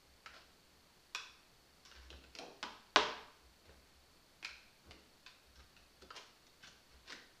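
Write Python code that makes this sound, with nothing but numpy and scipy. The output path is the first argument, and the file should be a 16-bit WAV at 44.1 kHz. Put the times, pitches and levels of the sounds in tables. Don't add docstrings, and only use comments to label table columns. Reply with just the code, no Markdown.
import sys
import numpy as np
from scipy import signal
from scipy.fft import rfft, irfft, next_fast_len
from scipy.io import wavfile
from scipy.ndimage import map_coordinates

SR = 44100
rng = np.random.default_rng(int(sys.argv[2]) if len(sys.argv) > 2 else 0)


def dump(signal):
    limited = np.clip(np.atleast_2d(signal).T, -1, 1)
    pcm = np.round(limited * 32767).astype(np.int16)
    wavfile.write(sys.argv[1], SR, pcm)


N = 326340
SIZE = 32768
T = np.arange(SIZE) / SR
HZ = np.fft.rfftfreq(SIZE, 1 / SR)

# start in seconds, click level in dB, ring level in dB,
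# pitch of the buckling patch in Hz, brightness in dB per octave.
FILM_SNAPS = [(0.2597, -47, -45.5, 1257, -2.5), (0.2615, -50, -53, 2660, -1),
              (0.3381, -57.5, -56, 1300, -3), (1.148, -42, -34.5, 2890, 9), (1.149, -37.5, -42.5, 1130, 0),
              (1.8510, -57, -59, 5130, 8), (1.9143, -53, -59, 1310, -3.5), (2.1030, -46, -64, 1600, -2.5),
              (2.1279, -53, -64, 1510, -5.5), (2.2385, -56.5, -59, 2930, -3.5), (2.3511, -45, -54, 2900, 0),
              (2.3870, -40.5, -50, 3600, 0), (3.6549, -61, -76, 3000, -3), (3.693, -59, -62, 1560, -7.5),
              (4.427, -47, -46, 2540, -1.5), (4.447, -41.5, -37, 2380, 2), (4.4474, -46, -49, 1670, -1),
              (4.9089, -48, -61, 3000, -3), (5.2623, -53, -50, 2970, 3), (5.7653, -56.5, -63, 3000, -0.5),
              (6.0195, -61, -57.5, 1346, 2), (6.1043, -50, -46, 1236, -2), (6.1631, -48.5, -69, 3200, 4.5),
              (6.1679, -52.5, -72, 3400, 0.5), (6.467, -61.5, -83, 1470, 5),
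              (6.6345, -61.5, -53, 1440, -12), (6.671, -56, -61, 3800, 2), (7.1023, -49, -78, 1600, -2.5),
              (7.122, -45, -48.5, 1960, 0), (7.1243, -56, -47.5, 1930, 1)]
# peak time in seconds, level in dB, rise and fall
# in seconds, brightness in dB per octave, rasp pitch in Hz, rasp boost in dB.
FILM_RUBS = [(0.356, -61.5, 0.024, 0.041, -3, 4900, 4), (1.859, -61.5, 0.0062, 0.038, -0.5, 5700, 10),
             (1.953, -59.5, 0.0044, 0.026, -2.5, 1600, 9), (2.029, -69.5, 0.017, 0.032, -1.5, 3000, -10),
             (3.70, -71, 0.055, 0.05, -5, 3000, -5), (4.452, -45, 0.0046, 0.0046, 0.5, 4940, 6),
             (4.885, -67.5, 0.038, 0.011, -9, 1480, 15), (5.268, -60.5, 0.0058, 0.026, 0, 4200, 3),
             (5.558, -64.5, 0.0041, 0.015, 3, 5300, 8), (5.60, -65, 0.015, 0.018, -2.5, 1390, 14),
             (6.022, -62.5, 0.0055, 0.0041, 5, 1400, 1), (6.172, -53.5, 0.016, 0.018, -2, 6000, 4.5),
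             (6.641, -58, 0.015, 0.024, 2, 1460, 4), (6.675, -60, 0.006, 0.0073, -5.5, 6540, 24),
             (6.911, -70, 0.013, 0.06, -4, 1480, 4), (7.10, -53, .02, 0.016, -1, 4500, 2.5),
             (7.127, -55, 0.012, 0.013, 5, 1830, 20)]
# pitch in Hz, relative level in dB, 60 dB decay in seconds.
FILM_RING = [(1004, -2.5, 0.03), (1255, 4, 0.011), (1344, -0.5, 0.03), (1540, 5.5, 0.02),
             (1900, -4.5, 0.014), (2250, -2, 0.013), (2480, -0.5, 0.015), (2607, -4.5, 0.017),
             (3460, -3.5, 0.024), (4110, -23, 0.039), (5030, -13, 0.012), (5500, -8, 0.022)]
# frequency in Hz, relative level in dB.
FILM_EQ = [(100, -27), (400, -6), (900, -7.5), (1500, -6.5), (2800, 0.5), (4200, 0), (5600, -5),
           (7200, -15), (10000, -29), (15000, -38)]
# start in seconds, crack level in dB,
# ring level in dB, boost of the low modes in dB, brightness in dB per octave.
LEVER_CLACKS = [(2.6285, -36.5, -41.5, -16, 1.5), (2.6309, -40.5, -39, -14.5, 2.5),
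                (2.9599, -18, -25, 4, 0), (2.962, -27.5, -22.5, 2, -3.5)]
# pitch in Hz, relative level in dB, 60 dB decay in seconds.
SANDER_RING = [(244, -11, 0.0473), (372, -4, 0.07), (415.4, -2, 0.1), (458.7, -2, 0.19), (597, 1.5, 0.11),
               (855, 3, 0.036), (954, 2, 0.1), (1011, 5.5, 0.057), (1180, -3.5, 0.091), (1264, 3, 0.05),
               (1500, -4, .06), (1694, 0.5, 0.054), (2110, -13.5, 0.061), (3050, -9.5, 0.045),
               (3680, -8.5, 0.04), (3820, -13, 0.06), (5600, -18, .05)]
# frequency in Hz, relative level in dB.
CRACK_EQ = [(60, -40), (200, -13.5), (400, -4.5), (1000, 2), (2000, -2), (3200, -1), (5400, -9),
            (7000, -21), (9500, -35.5), (15000, -58)]
# peak time in seconds, level in dB, rise and fall in seconds, pitch in Hz.
SOFT_BUMPS = [(2.125, -60.5, 0.021, 0.021, 268), (2.27, -73, 0.022, 0.019, 300),
              (2.36, -59.5, 0.008, 0.016, 367), (2.395, -52.5, 0.0058, 0.034, 537),
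              (2.44, -54, 0.022, 0.029, 377), (2.635, -51.5, .002, 0.013, 338),
              (3.701, -67.5, .015, 0.022, 294), (4.90, -68, 0.036, 0.078, 300),
              (5.60, -78, 0.028, 0.029, 248), (6.034, -61, 0.011, 0.01, 320), (6.17, -65, .03, 0.027, 646),
              (7.125, -60.5, 0.021, 0.024, 338)]
# peak time in seconds, level in dB.
LOW_THUMPS = [(0.115, -69), (0.31, -70), (1.333, -72), (2.0, -56), (2.075, -57), (2.151, -54.5),
              (2.29, -63), (3.0, -57), (3.47, -62.5), (3.70, -62), (3.79, -65), (3.979, -66.5), (4.53, -67),
              (4.9, -59), (5.5, -65.5), (5.6, -58), (5.83, -69), (6.04, -64), (6.96, -61)]
# frequency in Hz, relative level in dB.
HISS_EQ = [(20, 8.5), (30, 8.5), (40, -5.5), (70, -0.5), (100, 1), (300, -0.5), (600, -3), (1100, -5),
           (2200, -7.5), (3000, -8.5), (4400, -7), (5400, -10.5), (9000, -17), (15000, -20.5)]
# delay in seconds, strength as a gain.
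REFLECTIONS = [(.0021, .6), (.0073, .5), (.0082, .3), (0.0113, .3)]
# frequency in Hz, 60 dB decay in seconds.
ROOM_DECAY = [(100, 0.94), (400, 0.48), (1000, 0.63), (3000, .56), (5500, 0.56), (8000, 0.42),
              (14000, 0.14)]


def film_snaps(reach_octaves=0.35, far_db=-20, crackle_gain=0.89, crackle_s=0.002):
    out = np.zeros(N)
    for start, click_db, ring_db, pitch_hz, tilt in FILM_SNAPS:
        crease = rng.standard_normal(SIZE) * np.exp(-T / crackle_s)
        crease *= crackle_gain / np.linalg.norm(crease)
        crease[0] += 1
        pulse = click(tilted(FILM_EQ, tilt), spread_s=0.00148)
        tick = unit_hit(signal.fftconvolve(crease, pulse)[:SIZE])
        patch = ring(FILM_RING, lambda hz: far_db * (1 - near(hz, pitch_hz, reach_octaves)))
        add(out, start, room(amp(click_db) * tick + amp(ring_db) * patch, wet_db=-3.0))
    return out


def film_rubs(slips_per_s=2200, spread_db=6.0, rasp_octaves=0.29, ring_db=-10):
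    out = np.zeros(N)
    for peak, db, rise, fall, tilt, rasp_hz, rasp_db in FILM_RUBS:
        slips = (rng.random(SIZE) < slips_per_s / SR) * rng.choice([-1, 1], SIZE)
        slips = slips * amp(spread_db * rng.standard_normal(SIZE))
        colour = tilted(FILM_EQ, tilt) * amp(rasp_db * near(HZ, rasp_hz, rasp_octaves))
        grain = unit_hit(click(colour)) + amp(ring_db) * ring(FILM_RING, lambda hz: tilt * np.log2(hz))
        lead, envelope = swell(rise, fall)
        stroke = unit(signal.fftconvolve(slips, grain)[:SIZE]) * envelope
        add(out, peak - lead, room(amp(db) * stroke, wet_db=-3.0))
    return out


def wire_lever(low_hz=700):
    out = np.zeros(N)
    for start, crack_db, ring_db, weight_db, tilt in LEVER_CLACKS:
        body = ring(SANDER_RING, lambda hz: weight_db * (hz < low_hz))
        crack = unit_hit(click(tilted(CRACK_EQ, tilt), spread_s=0.0005))
        add(out, start, room(amp(crack_db) * crack + amp(ring_db) * body, wet_db=-3.5))
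    return out


def soft_bumps(relative_width=1.88):
    out = np.zeros(N)
    for peak, db, rise, fall, pitch_hz in SOFT_BUMPS:
        lead, envelope = swell(rise, fall)
        thud = noise_band(pitch_hz, relative_width * pitch_hz, SIZE)
        add(out, peak - lead, room(amp(db) * envelope * thud, wet_db=-0.5))
    return out


def low_boom(rise_s=0.031, fall_s=0.045, rest_db=-81.5, swing_db=4.5, low_cut_hz=48):
    t = np.arange(N) / SR
    power = amp(rest_db + swing_db * wobble(knots_per_s=10)) ** 2
    for peak, db in LOW_THUMPS:
        envelope = np.exp(-np.where(t < peak, ((peak - t) / rise_s) ** 2, (t - peak) / fall_s))
        power += (amp(db) * envelope) ** 2
    boom = np.sqrt(power) * wandering_tone(pitch_hz=64.7, width_hz=12.8)
    return filtered(boom, lambda hz: 1 - 1 / (1 + (hz / low_cut_hz) ** 10))


def hiss(db=-67.5):
    return amp(db) * unit(filtered(rng.standard_normal(N), lambda hz: amp(along(HISS_EQ, hz))))


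def chirr(db=-78, pairs_per_s=30, width_s=0.0017, first_s=0.0125, gap_s=0.0079):
    cycle = (np.arange(N) / SR + 0.015) % (1 / pairs_per_s)
    pips = sum(np.exp(-((cycle - at) / width_s) ** 2) for at in (first_s, first_s + gap_s))
    return amp(db) * unit(pips * wandering_tone(pitch_hz=4437, width_hz=30.2))


def room(dry, wet_db, build_s=0.0043, smear_s=0.00028, size=256):
    hz = np.fft.rfftfreq(size, 1 / SR)
    t = T[::size // 2]
    noise = rng.standard_normal((len(hz), len(t))) + 1j * rng.standard_normal((len(hz), len(t)))
    decay = np.exp(-np.log(1000) * t / along(ROOM_DECAY, hz)[:, None])
    tail = signal.istft(noise * decay, nperseg=size)[1]
    tail *= 1 - np.exp(-T[:len(tail)] / build_s)
    response = amp(wet_db) * tail / np.linalg.norm(tail)
    response[0] += 1
    for delay, strength in REFLECTIONS:
        smear = rng.standard_normal(size) * np.exp(-T[:size] / smear_s)
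        add(response, delay, strength * smear / np.linalg.norm(smear))
    return signal.fftconvolve(dry, response)[:SIZE]


def click(colour, spread_s=0.001177):
    cepstrum = irfft(np.log(np.maximum(colour, 1e-6)))
    cepstrum[1:SIZE // 2] *= 2
    cepstrum[SIZE // 2 + 1:] = 0
    phase_lag = 4 * np.pi * spread_s * np.sqrt(1000 * HZ)
    return irfft(np.exp(rfft(cepstrum) - 1j * phase_lag))


def ring(modes, weight_db, attack_s=0.00064, size=6000):
    hz, db, t60 = np.transpose(modes)[:, :, None]
    t = T[:size]
    polarity = (-1) ** np.arange(len(modes))[:, None]
    strength = amp(db + weight_db(hz) + rng.standard_normal(hz.shape))
    decay = np.exp(-np.log(1000) * t / t60)
    partials = polarity * strength * decay * np.sin(2 * np.pi * hz * t)
    sound = partials.sum(0) * (1 - np.exp(-t / attack_s))
    return np.pad(unit_hit(sound), (0, SIZE - size))


def swell(rise, fall):
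    lead = 3 * rise
    envelope = np.exp(-np.where(T < lead, (lead - T) / rise, (T - lead) / fall))
    return lead, envelope * np.minimum(T / rise, 1)


def noise_band(centre_hz, width_hz, size):
    def resonance(hz):
        detuning = (hz * hz - centre_hz ** 2) / (hz * width_hz + 1)
        return (1 + detuning ** 2) ** -2
    return unit(filtered(rng.standard_normal(size), resonance))


def wandering_tone(pitch_hz, width_hz):
    phase = np.angle(signal.hilbert(noise_band(pitch_hz, width_hz, N)))
    return unit(np.cos(phase))


def wobble(knots_per_s):
    knots = rng.standard_normal(int(N * knots_per_s / SR) + 4)
    return map_coordinates(knots, [np.arange(N) * knots_per_s / SR])


def tilted(eq, tilt):
    return amp(along(eq, HZ) + tilt * np.log2(np.clip(HZ, 100, 11000) / 3000))


def near(hz, pitch_hz, octaves):
    return np.exp(-(np.log2((hz + 1) / pitch_hz) / octaves) ** 2)


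def along(points, hz):
    frequencies, values = np.transpose(points)
    return np.interp(np.log(hz + 1), np.log(frequencies), values)


def filtered(x, response):
    size = next_fast_len(len(x) + SIZE)
    return irfft(rfft(x, size) * response(np.fft.rfftfreq(size, 1 / SR)), size)[:len(x)]


def amp(db):
    return 10 ** (np.asarray(db) / 20)


def unit(x):
    return x / np.sqrt(np.mean(x ** 2) + 1e-20)


def unit_hit(x):
    return x * np.sqrt(0.002 * SR / np.sum(x ** 2))


def add(track, start_s, sound):
    part = track[max(round(start_s * SR), 0):][:len(sound)]
    part += sound[:len(part)]


def scene():
    return (film_snaps() + wire_lever() + film_rubs() + soft_bumps() + low_boom()
            + hiss() + chirr())[None]


def record(dry, top_hz=15300):
    return np.array([filtered(channel, lambda hz: 1 / (1 + (hz / top_hz) ** 120)) for channel in dry])


dry = scene()
out = record(dry)
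dump(out)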